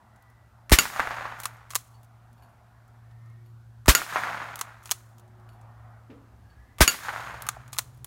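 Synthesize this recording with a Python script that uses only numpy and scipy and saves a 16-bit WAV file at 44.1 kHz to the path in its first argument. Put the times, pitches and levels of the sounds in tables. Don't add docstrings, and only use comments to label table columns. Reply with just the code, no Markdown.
import sys
import numpy as np
from scipy import signal
from scipy.io import wavfile
from scipy.ndimage import uniform_filter1d

SR = 44100
rng = np.random.default_rng(int(sys.argv[2]) if len(sys.argv) > 2 else 0)


def boost_factor(decibels):
    exponent = np.asarray(decibels, float) / 20
    return 10 ** exponent


def file_out(sig):
    cols = np.atleast_2d(sig).T
    lim = np.clip(cols, -1, 1)
    pcm = np.round(lim * 32767).astype(np.int16)
    wavfile.write(sys.argv[1], SR, pcm)


N = 355446
NEAR_S = .03

FIRED = [.7194, 3.8827, 6.808]
# pitch_hz, density_db (per Hz)
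ROAR = [(120, -12), (280, -6.5), (420, -9), (877, -14), (1190, -2), (1310, -9.5), (1530, -3), (3410, -8),
        (13000, -13.5), (15700, -15.5), (16500, -32)]
# pitch_hz, density_db (per Hz)
VALLEY = [(88, -40.5), (150, -11.5), (400, -20), (700, -4.5), (1400, -2), (2000, -8), (3000, -19),
          (8000, -38.5), (17600, -100)]
# pitch_hz, width_hz, level_db
STEEL = [(3410, 430, -6), (4226, 500, -2.5), (6660, 1800, 3), (8900, 3600, -4)]
# pitch_hz, width_hz, level_db
SPARKLE = [(10850, 1500, -2.5), (12980, 6500, -3), (15400, 1600, -10)]


def evened(x):
    return x / np.sqrt(np.mean(x ** 2) + 1e-20)


def add(mix, s, sound):
    part = mix[round(s * SR):][:len(sound)]
    part += sound[:len(part)]


def seconds(length):
    return np.arange(round(length * SR)) / SR


def noise(count):
    return rng.standard_normal(count)


def coloured(x, points):
    f, db = np.transpose(points)
    log_f = np.log(np.fft.rfftfreq(4096, 1 / SR) + 1)
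    half = np.interp(log_f, np.log(f + 1), db) * np.log(10) / 20
    full = np.concatenate([half, half[-2:0:-1]])
    taps = np.fft.ifft(np.exp(np.conj(signal.hilbert(full)))).real[:2048]
    return evened(signal.oaconvolve(x, taps)[:len(x)])


def resonate(x, hz, width_hz):
    turn = np.exp(2j * np.pi * np.cumsum(hz * np.ones(len(x))) / SR)
    r = np.exp(-np.pi * width_hz / SR)
    return 2 * (turn * signal.lfilter([1 - r], [1, -r], x / turn)).real


def body(x, peaks):
    y = sum(boost_factor(db) * resonate(x, hz, width_hz) for hz, width_hz, db in peaks)
    return y / abs(y).max()


def ring(modes, t):
    phases = rng.random(len(modes))
    return sum(boost_factor(db - 60 * t / t60) * np.sin(2 * np.pi * (hz * t + p))
               for (hz, db, t60), p in zip(modes, phases))


def lumps(count, size, depth_db):
    drift = uniform_filter1d(uniform_filter1d(noise(count), size), size)
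    return boost_factor(depth_db * evened(drift))


def unroll(rows):
    s, *columns = np.transpose(rows)
    t = np.arange(s[0], s[-1], 1 / SR)
    edge = signal.windows.tukey(len(t), min(.06 / (s[-1] - s[0]), 1))
    return s[0], edge, [np.interp(t, s, c) for c in columns]


def arch(s, length, top):
    u = np.linspace(0, 1, num=9)
    return s + length * u, np.sin(np.pi * u ** (np.log(.5) / np.log(top)))


def tone(rows, waver, octave_db):
    s, edge, (hz, db) = unroll(rows)
    wobble = 1 + waver * evened(uniform_filter1d(noise(len(hz)), 2000))
    turns = 2 * np.pi * np.cumsum(hz) / SR
    return s, edge * wobble * boost_factor(db + 3.5) * (np.sin(turns) + boost_factor(octave_db) * np.sin(2 * turns))


def patchy(x):
    z = signal.stft(x, nperseg=1024)[2]
    field = uniform_filter1d(rng.standard_normal(z.shape), size=9, axis=0)
    field = uniform_filter1d(field, size=10, axis=1)
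    return evened(signal.istft(z * boost_factor(2.0 * evened(field)), nperseg=1024)[1][:len(x)])


def far_wash(t):
    # loudest_s, level_db, rise_db_per_s, fall_db_per_s
    swells = [
        (0.0, -61, 8, 5),
        (2.45, -60.5, 7, 7),
        (5.65, -57.5, 9.5, 8.5),
        (7.35, -61, 25.5, 8),
    ]
    # pitch_hz, density_db (per Hz)
    wash = [(88, -38), (150, -4.5), (198, -4), (232, 0.5), (286, -18), (363, -10), (442, -16), (710, -1.5),
            (1050, -4.5), (1410, -6.5), (3070, -28), (3500, -28.5), (4550, -59), (7700, -120)]
    power = 0
    for s, db, rise, fall in swells:
        power = power + boost_factor(2 * (db - rise * np.maximum(s - t, 0) - fall * np.maximum(t - s, 0)))
    return np.sqrt(power) * patchy(coloured(noise(N), wash))


def rumble(t):
    # time_s, level_db
    contour = [(0, -63), (3.0, -61), (5.0, -63), (5.5, -60.5), (6.2, -58), (6.7, -54.5), (7.2, -55),
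               (8.06, -53.5)]
    low = np.diff(noise(N), prepend=0)
    low = resonate(resonate(low, 61, 33), 58, 45)
    return boost_factor(np.interp(t, *np.transpose(contour))) * evened(low)


def hiss():
    # pitch_hz, density_db (per Hz)
    spectrum = [(100, -13), (1500, 0.5), (4000, 5), (9000, 0.5), (15400, -1), (16300, -32)]
    return boost_factor(-76.5) * coloured(noise(N), spectrum)


def tyre_whine(mix):
    # start_s, length_s, start_hz, end_hz, level_db
    whines = [
        (0, 0.498, 1948, 1972, -67),
        (2.95, 0.57, 1772, 1900, -68.5),
        (3.1, 0.356, 1948, 2287, -72),
        (5.55, 0.474, 1780, 1936, -69),
        (6.404, 0.373, 1590, 1777, -64),
        (6.55, 0.27, 1900, 2056, -68),
    ]
    for s, length, hz, end_hz, db in whines:
        times, hump = arch(s, length, .5)
        levels = db - 8 * (1 - hump)
        s, edge, (hz, db) = unroll(np.c_[times, np.linspace(hz, end_hz, len(hump)), levels])
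        add(mix, s, edge * boost_factor(db - 3.0) * evened(resonate(noise(len(hz)), hz, 45)))


def motor_hum(mix):
    # time_s, level_db
    levels = [(0, -62.5), (.56, -57), (1.24, -53.5), (2.07, -52.5), (2.55, -61), (3.211, -48), (3.8, -49.5),
              (4.589, -56), (5.19, -54), (5.72, -50), (6.67, -63), (7.1, -53), (8.06, -56.5)]
    free_hz, sag_hz, sag_s = 115.4, 2.9, 4.6
    rows = [(s, free_hz - sag_hz / (1 + np.exp((sag_s - s) / 0.44)), db) for s, db in levels]
    add(mix, *tone(rows, 0.24, -26.5))


def click(db, knock_db, sparkle_db, t60):
    # pitch_hz, width_hz, level_db
    knock = [(1181, 270, 7.5), (1900, 500, -5.5)]
    t = seconds(.3)
    grit = rng.standard_normal((len(t), 3))
    grit[20] += 4.0
    decay = boost_factor(-60 * t / max(t60, .003)) + .05 * boost_factor(-60 * t / .13)
    afterglow = boost_factor(-44 - 60 * t / .7) * lumps(len(t), size=500, depth_db=2.0)
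    burst = np.minimum(t / .0004, 1) * (decay + afterglow)
    parts = zip((knock, STEEL, SPARKLE), (knock_db, 0, sparkle_db), grit.T)
    total = sum(boost_factor(d) * body(burst * n, peaks) for peaks, d, n in parts)
    thin = signal.butter(2, 500, "high", fs=SR)
    return boost_factor(db) * signal.lfilter(*thin, total)


def handling(mix):
    # start_s, peak_db, sparkle_db
    ticks = [(0.16, -58, -13), (0.2232, -56, 0.5), (0.2999, -61, 6), (1.5688, -53.5, -16),
             (1.7107, -35, -14.5), (2.0315, -53.5, 6), (2.045, -55.5, 4), (2.3295, -57, 1.5),
             (2.8795, -57.5, -2), (3.2597, -58.5, -12.5), (3.2994, -58, -14.5), (4.8294, -51, -3),
             (4.836, -44.5, -5.5), (5.09, -63, 2.5), (5.1826, -49.5, 1), (5.196, -49, -4.5),
             (5.2789, -57.5, -17), (5.398, -59, -6), (5.6127, -53.5, -27), (6.5998, -63.5, -14.5),
             (7.6787, -43.5, -9.5), (7.946, -60, 7), (7.974, -61, 8.5)]
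    for s, db, sparkle_db in ticks:
        add(mix, s, click(db, -7.5, sparkle_db, 0.0328))


def action(mix):
    # delay_s, peak_db, knock_db, sparkle_db, t60_s
    sear = [
        (0, -31.5, 5.5, -0.5, .008),
        (.0034, -31, 4.5, 0, .008),
        (.012, -32.5, 4, 1.5, .0065),
        (.016, -40, -0.5, -4, 0.0082),
    ]
    unlock = [
        (0, -31, -2.5, 8, 0.0162),
    ]
    eject = [
        (-.021, -32.5, 1.5, 4, 0.047),
        (0, -11.5, -5.5, -27.5, 0.0199),
    ]
    lift = [
        (-.0075, -49, -10.5, 0.5, .017),
        (0, -27.5, -9, -24, 0.047),
        (.017, -38.5, -1.5, -6.5, .017),
    ]
    slam = [
        (-.019, -41.5, 12.5, -4.5, .015),
        (-.006, -26.5, -5, 1, 0.011),
        (0, -5.5, -13.5, -6.5, 0.01645),
        (.0049, -8, -10, -2.5, .02),
    ]
    # start_s, force_db
    trigger = [
        (0.6958, 2),
        (3.8588, -1),
        (6.7841, -5.5),
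    ]
    unlocks = [
        (1.4012, 0.21),
        (4.5572, -1.28),
        (7.4212, 0.31),
        (8.0446, -1.33),
    ]
    ejects = [
        (1.4552, -0.63),
        (4.6117, -1.15),
        (7.4879, 1.5),
    ]
    lifts = [
        (1.7049, -.3),
        (4.857, -0.15),
        (7.7296, 1.32),
    ]
    slams = [
        (1.7539, -.2),
        (4.9119, -0.85),
        (7.7855, -2),
    ]
    moves = ((sear, trigger), (unlock, unlocks), (eject, ejects), (lift, lifts), (slam, slams))
    for pattern, times in moves:
        for s, force_db in times:
            for delay, db, *colour in pattern:
                add(mix, s + delay, click(db + force_db, *colour))


def shot(blast_db, swing_hz, swing_db, roar_db):
    t = seconds(.13) - .01
    out = .3 * boost_factor(swing_db) * np.exp(np.minimum(t, 0) / .004) * (t < .0004)
    # delay_s, share, length_s
    for delay, share, long in ((0, 1, .0003), (.0033, .8, .0003), (-.0006, .6, .00006)):
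        u = (t - delay - .00008) / long
        onset = -np.exp(u.clip(None, 0) * long / .00007)
        wave = np.cos(1.35 * u) * np.exp(-u.clip(0) / 3)
        out += share * boost_factor(blast_db) * np.where(u > 0, wave, onset)
    late = np.maximum(t - .0004, 0)
    turns = swing_hz * late + 1.17 * (1 - np.exp(-late / .002))
    out -= boost_factor(swing_db) * np.sin(2 * np.pi * turns) * np.exp(-((late - .01) / .016) ** 2)
    rise = (t > -.0027) * (.35 + .65 * np.clip((t - .003) / .002, 0, 1))
    fall = boost_factor(-60 * np.maximum(t - .014, 0) / 0.11)
    return out + boost_factor(roar_db) * rise * fall * coloured(noise(len(t)), ROAR)


def tail(near_db, roll_db, woods_db, fade_db):
    # pitch_hz, density_db (per Hz)
    foliage = [(880, -27.5), (1500, 2), (1810, 0), (2990, -14), (3720, -9.5), (4150, -13), (6040, -16),
               (6670, -11), (7730, -20), (8880, -16), (10400, -22), (11500, -18.5), (15000, -25),
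               (15900, -27)]
    treeline_s, rise_s, roll_top_s = 0.181, 0.0756, 0.3995
    t = np.arange(NEAR_S, 2.1, 1 / SR)
    near = boost_factor(near_db - 129 * (t - NEAR_S))
    arrived = np.clip((t - treeline_s) / rise_s, 0, 1)
    early, late = np.maximum(roll_top_s - t, 0), np.maximum(t - roll_top_s, 0)
    roll = arrived * boost_factor(roll_db - 19.5 * early - fade_db * late - 25 * late ** 2)
    woods = arrived * boost_factor(woods_db - 43 * (t - treeline_s - rise_s)) + near * boost_factor(-5)
    draw = rng.random((len(t), 3))
    present = draw[:, 0] < 2500 / SR
    grains = present * boost_factor(-3.0 * np.log(draw[:, 1] + .02)) * np.sign(draw[:, 2] - .5)
    valley = (near + roll) * coloured(grains, VALLEY) * lumps(len(t), size=300, depth_db=1.5)
    trees = woods * lumps(len(t), size=150, depth_db=1.5) * coloured(noise(len(t)), foliage)
    melt = np.minimum(np.linspace(6, 0, len(t)), 1)
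    return signal.windows.tukey(len(t), .045) * melt * (valley + trees)


def plate(db, dull_db, hz_favoured, favour_db):
    # pitch_hz, level_db, t60_s
    steel_modes = [(1415, -11, 0.13), (2759.7, -10.5, 0.085), (2847, -11.5, .08), (4595, -8.5, .09),
                   (6715, -8, 0.066), (6868, -1.5, 0.083), (7160, -15, 0.13), (9390, -11, .08),
                   (11460, -18, .13), (12530, -13.5, .12), (13070, -19.5, .11), (14600, -21.5, .13),
                   (2172, -7, 0.023)]
    # pitch_hz, width_hz, level_db
    lingering = [(4540, 40, -6), (6700, 70, -1), (6850, 40, -0.5), (7275, 25, 0), (9300, 200, -8),
                 (11560, 45, -2.5), (12520, 40, -5), (14682, 30, 1)]
    t = seconds(.7)
    linger = boost_factor(-32 - 60 * t / 1.3) * body(noise(len(t)), lingering)
    splash = coloured(noise(len(t)), ROAR) * (boost_factor(-60 * t / 0.018) + 0.13 * boost_factor(-60 * t / 0.42))
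    modes = []
    for hz, level_db, t60 in steel_modes:
        octaves = np.log2(hz / hz_favoured)
        modes.append((hz, level_db + favour_db * np.exp(-(octaves / .6) ** 2), t60))
    ringing = .45 * ring(modes, t) * lumps(len(t), size=90, depth_db=2.5)
    return boost_factor(db) * np.minimum(t / 0.00024, 1) * (ringing + 0.5 * boost_factor(dull_db) * splash + linger)


def slap(db, hz, t60, push_db):
    t = seconds(.15)
    u = (t - .001) * hz * 2 * np.pi
    wave = -np.sin(u) * np.exp(-u ** 2 / 14)
    smear = coloured(noise(len(t)), VALLEY) * boost_factor(-60 * t / t60) * (t > .0005)
    push = np.sin(2 * np.pi * 60 * t) * boost_factor(push_db - 60 * t / 0.095)
    return boost_factor(db) * (wave + .24 * smear + push)


def gunfire(mix):
    # blast_db, swing_hz, swing_db, roar_db
    shots = [
        (-6, 47, -5.5, -12),
        (-3.5, 50, -6.5, -11.5),
        (-2, 51.8, -9, -12),
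    ]
    # slap_db, push_db
    returns = [
        (0, -27),
        (-1, -40),
        (-7, -34),
    ]
    # near_db, roll_db, woods_db, fade_db_per_s
    echoes = [
        (-31, -36, -41.5, 27),
        (-30, -33.5, -39.5, 29),
        (-36, -38.5, -42, 32),
    ]
    # delay_s, peak_db, centre_hz, smear_t60_s
    slopes = [(.1355, -16, 1500, .06), (.1822, -25, 1450, .04), (.243, -23, 1200, .14),
              (.277, -8, 1150, .06), (.2828, -12, 1600, .16), (.354, -14, 1450, .05),
              (.3895, -17, 1200, .16), (.4655, -21, 1300, .06), (.49, -22, 1300, .12),
              (.5355, -21, 1000, .2), (.603, -26, 1400, .12)]
    for s, row, (back_db, push_db), scatter in zip(FIRED, shots, returns, echoes):
        add(mix, s - .01, shot(*row))
        add(mix, s + NEAR_S, tail(*scatter))
        for delay, db, hz, t60 in slopes:
            add(mix, s + delay - .001, slap(db + back_db, hz, t60, push_db))


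def plate_hits(mix):
    # start_s, peak_db, dull_db, favoured_hz, favour_db
    hits = [
        (0.787, -6, 3.5, 2300, 5.5),
        (3.95, -8.5, 4, 1454, 8),
        (6.8775, -5.5, 0.5, 3500, 7),
    ]
    for s, *row in hits:
        add(mix, s, plate(*row))


def bolt_slides(mix):
    # start_s, end_s, level_db
    slides = [
        (1.387, 1.476, -51),
        (1.697, 1.756, -57.5),
        (4.563, 4.61, -56),
        (4.85, 4.918, -56),
        (7.423, 7.494, -60.5),
        (7.729, 7.776, -55),
    ]
    for s, end, db in slides:
        count = round((end - s) * SR)
        grit = noise(count) * lumps(count, size=60, depth_db=6.0) * np.linspace(.4, 1, count)
        add(mix, s, boost_factor(db) * evened(body(grit, STEEL + SPARKLE)))


def case(db, hz, octaves):
    # pitch_hz, level_db, t60_s
    brass = [(2390, 1, 0.049), (2870, -1, 0.092), (4467, -4.5, 0.18), (6964, -9, 0.18), (9400, -4.5, 0.18),
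             (10040, -12, 0.16), (12620, -1, 0.17), (13160, -2.5, .12)]
    modes = [(f, max(d - 6 * (np.log2(f / hz) / octaves) ** 2, -80), t60) for f, d, t60 in brass]
    t = seconds(.3)
    leaves = evened(resonate(noise(len(t)), 2800, 1500))
    rustle = min(octaves, 1) * boost_factor(-1.5 - 60 * t / 0.082) * leaves
    return boost_factor(db) * (ring(modes, t) + rustle) * lumps(len(t), size=150, depth_db=2.5)


def spent_cases(mix):
    # start_s, level_db, favoured_hz, spread_octaves
    bounces = [(1.408, -56.5, 12600, .2), (1.46, -54.5, 12600, .2), (1.505, -62, 9400, 0.078),
               (1.535, -65.5, 12600, .2), (1.941, -59, 4390, 0.49), (2.378, -69.5, 6000, 1.1),
               (2.4235, -63, 5000, 1.9), (2.49, -70.5, 9070, 0.53), (3.46, -69.5, 8870, 2.15),
               (5.49, -63.5, 5500, 1.06), (5.529, -68.5, 7000, 1.3), (6.50, -61, 4410, 0.417)]
    for s, *row in bounces:
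        add(mix, s, case(*row))


def steps(mix):
    # start_s, level_db, pitch_hz, width_hz, t60_s
    bumps = [
        (6.092, -45, 250, 100, .5),
        (6.095, -51, 450, 200, .5),
        (6.10, -60, 2000, 2000, .3),
        (7.567, -37, 750, 250, .045),
        (3.11, -62, 3500, 4000, .04),
    ]
    t = seconds(.4)
    for s, db, hz, width_hz, t60 in bumps:
        thud = evened(resonate(resonate(noise(len(t)), hz, width_hz), hz, width_hz))
        add(mix, s, boost_factor(db - 60 * t / t60) * np.minimum(t / 0.0023, 1) * thud)


def dove(mix):
    # start_s, length_s, top_hz, level_db
    coos = [
        (3.197, 0.586, 356.9, -72.5),
        (4.75, 0.34, 374.7, -71.5),
        (5.123, 0.56, 366.4, -67.5),
    ]
    for s, length, hz, db in coos:
        times, hump = arch(s, length, 0.394)
        pitch = hz * (1 - 0.0794 * (1 - hump))
        add(mix, *tone(np.c_[times, pitch, db - 11 * (1 - hump)], 0.26, -35.5))


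def second_motor(mix):
    # time_s, pitch_hz, level_db
    run_up = [
        (7.15, 124.7, -58),
        (7.42, 125.3, -54),
        (8.06, 127.4, -50),
    ]
    add(mix, *tone(run_up, 0.147, -35.5))


def background():
    t = np.arange(N) / SR
    out = far_wash(t) + rumble(t) + hiss()
    for source in (tyre_whine, motor_hum, dove, second_motor):
        source(out)
    for s in FIRED:
        out *= boost_factor(-14 * (t > s) * np.exp(-(np.maximum(t - s, 0) / 0.21) ** 2))
    return out


def scene():
    out = background()
    for source in (handling, action, gunfire, plate_hits, bolt_slides, spent_cases, steps):
        source(out)
    return out[None]


def band_limit(x):
    return signal.sosfilt(signal.butter(12, 17150, fs=SR, output="sos"), x)


def record(dry):
    soft = np.tanh(dry / 1.3) * 1.3
    edge = signal.firwin(255, 16250, window=("kaiser", 9), fs=SR)
    return band_limit(signal.oaconvolve(soft, edge[None], "same"))


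dry = scene()
out = record(dry)
file_out(out)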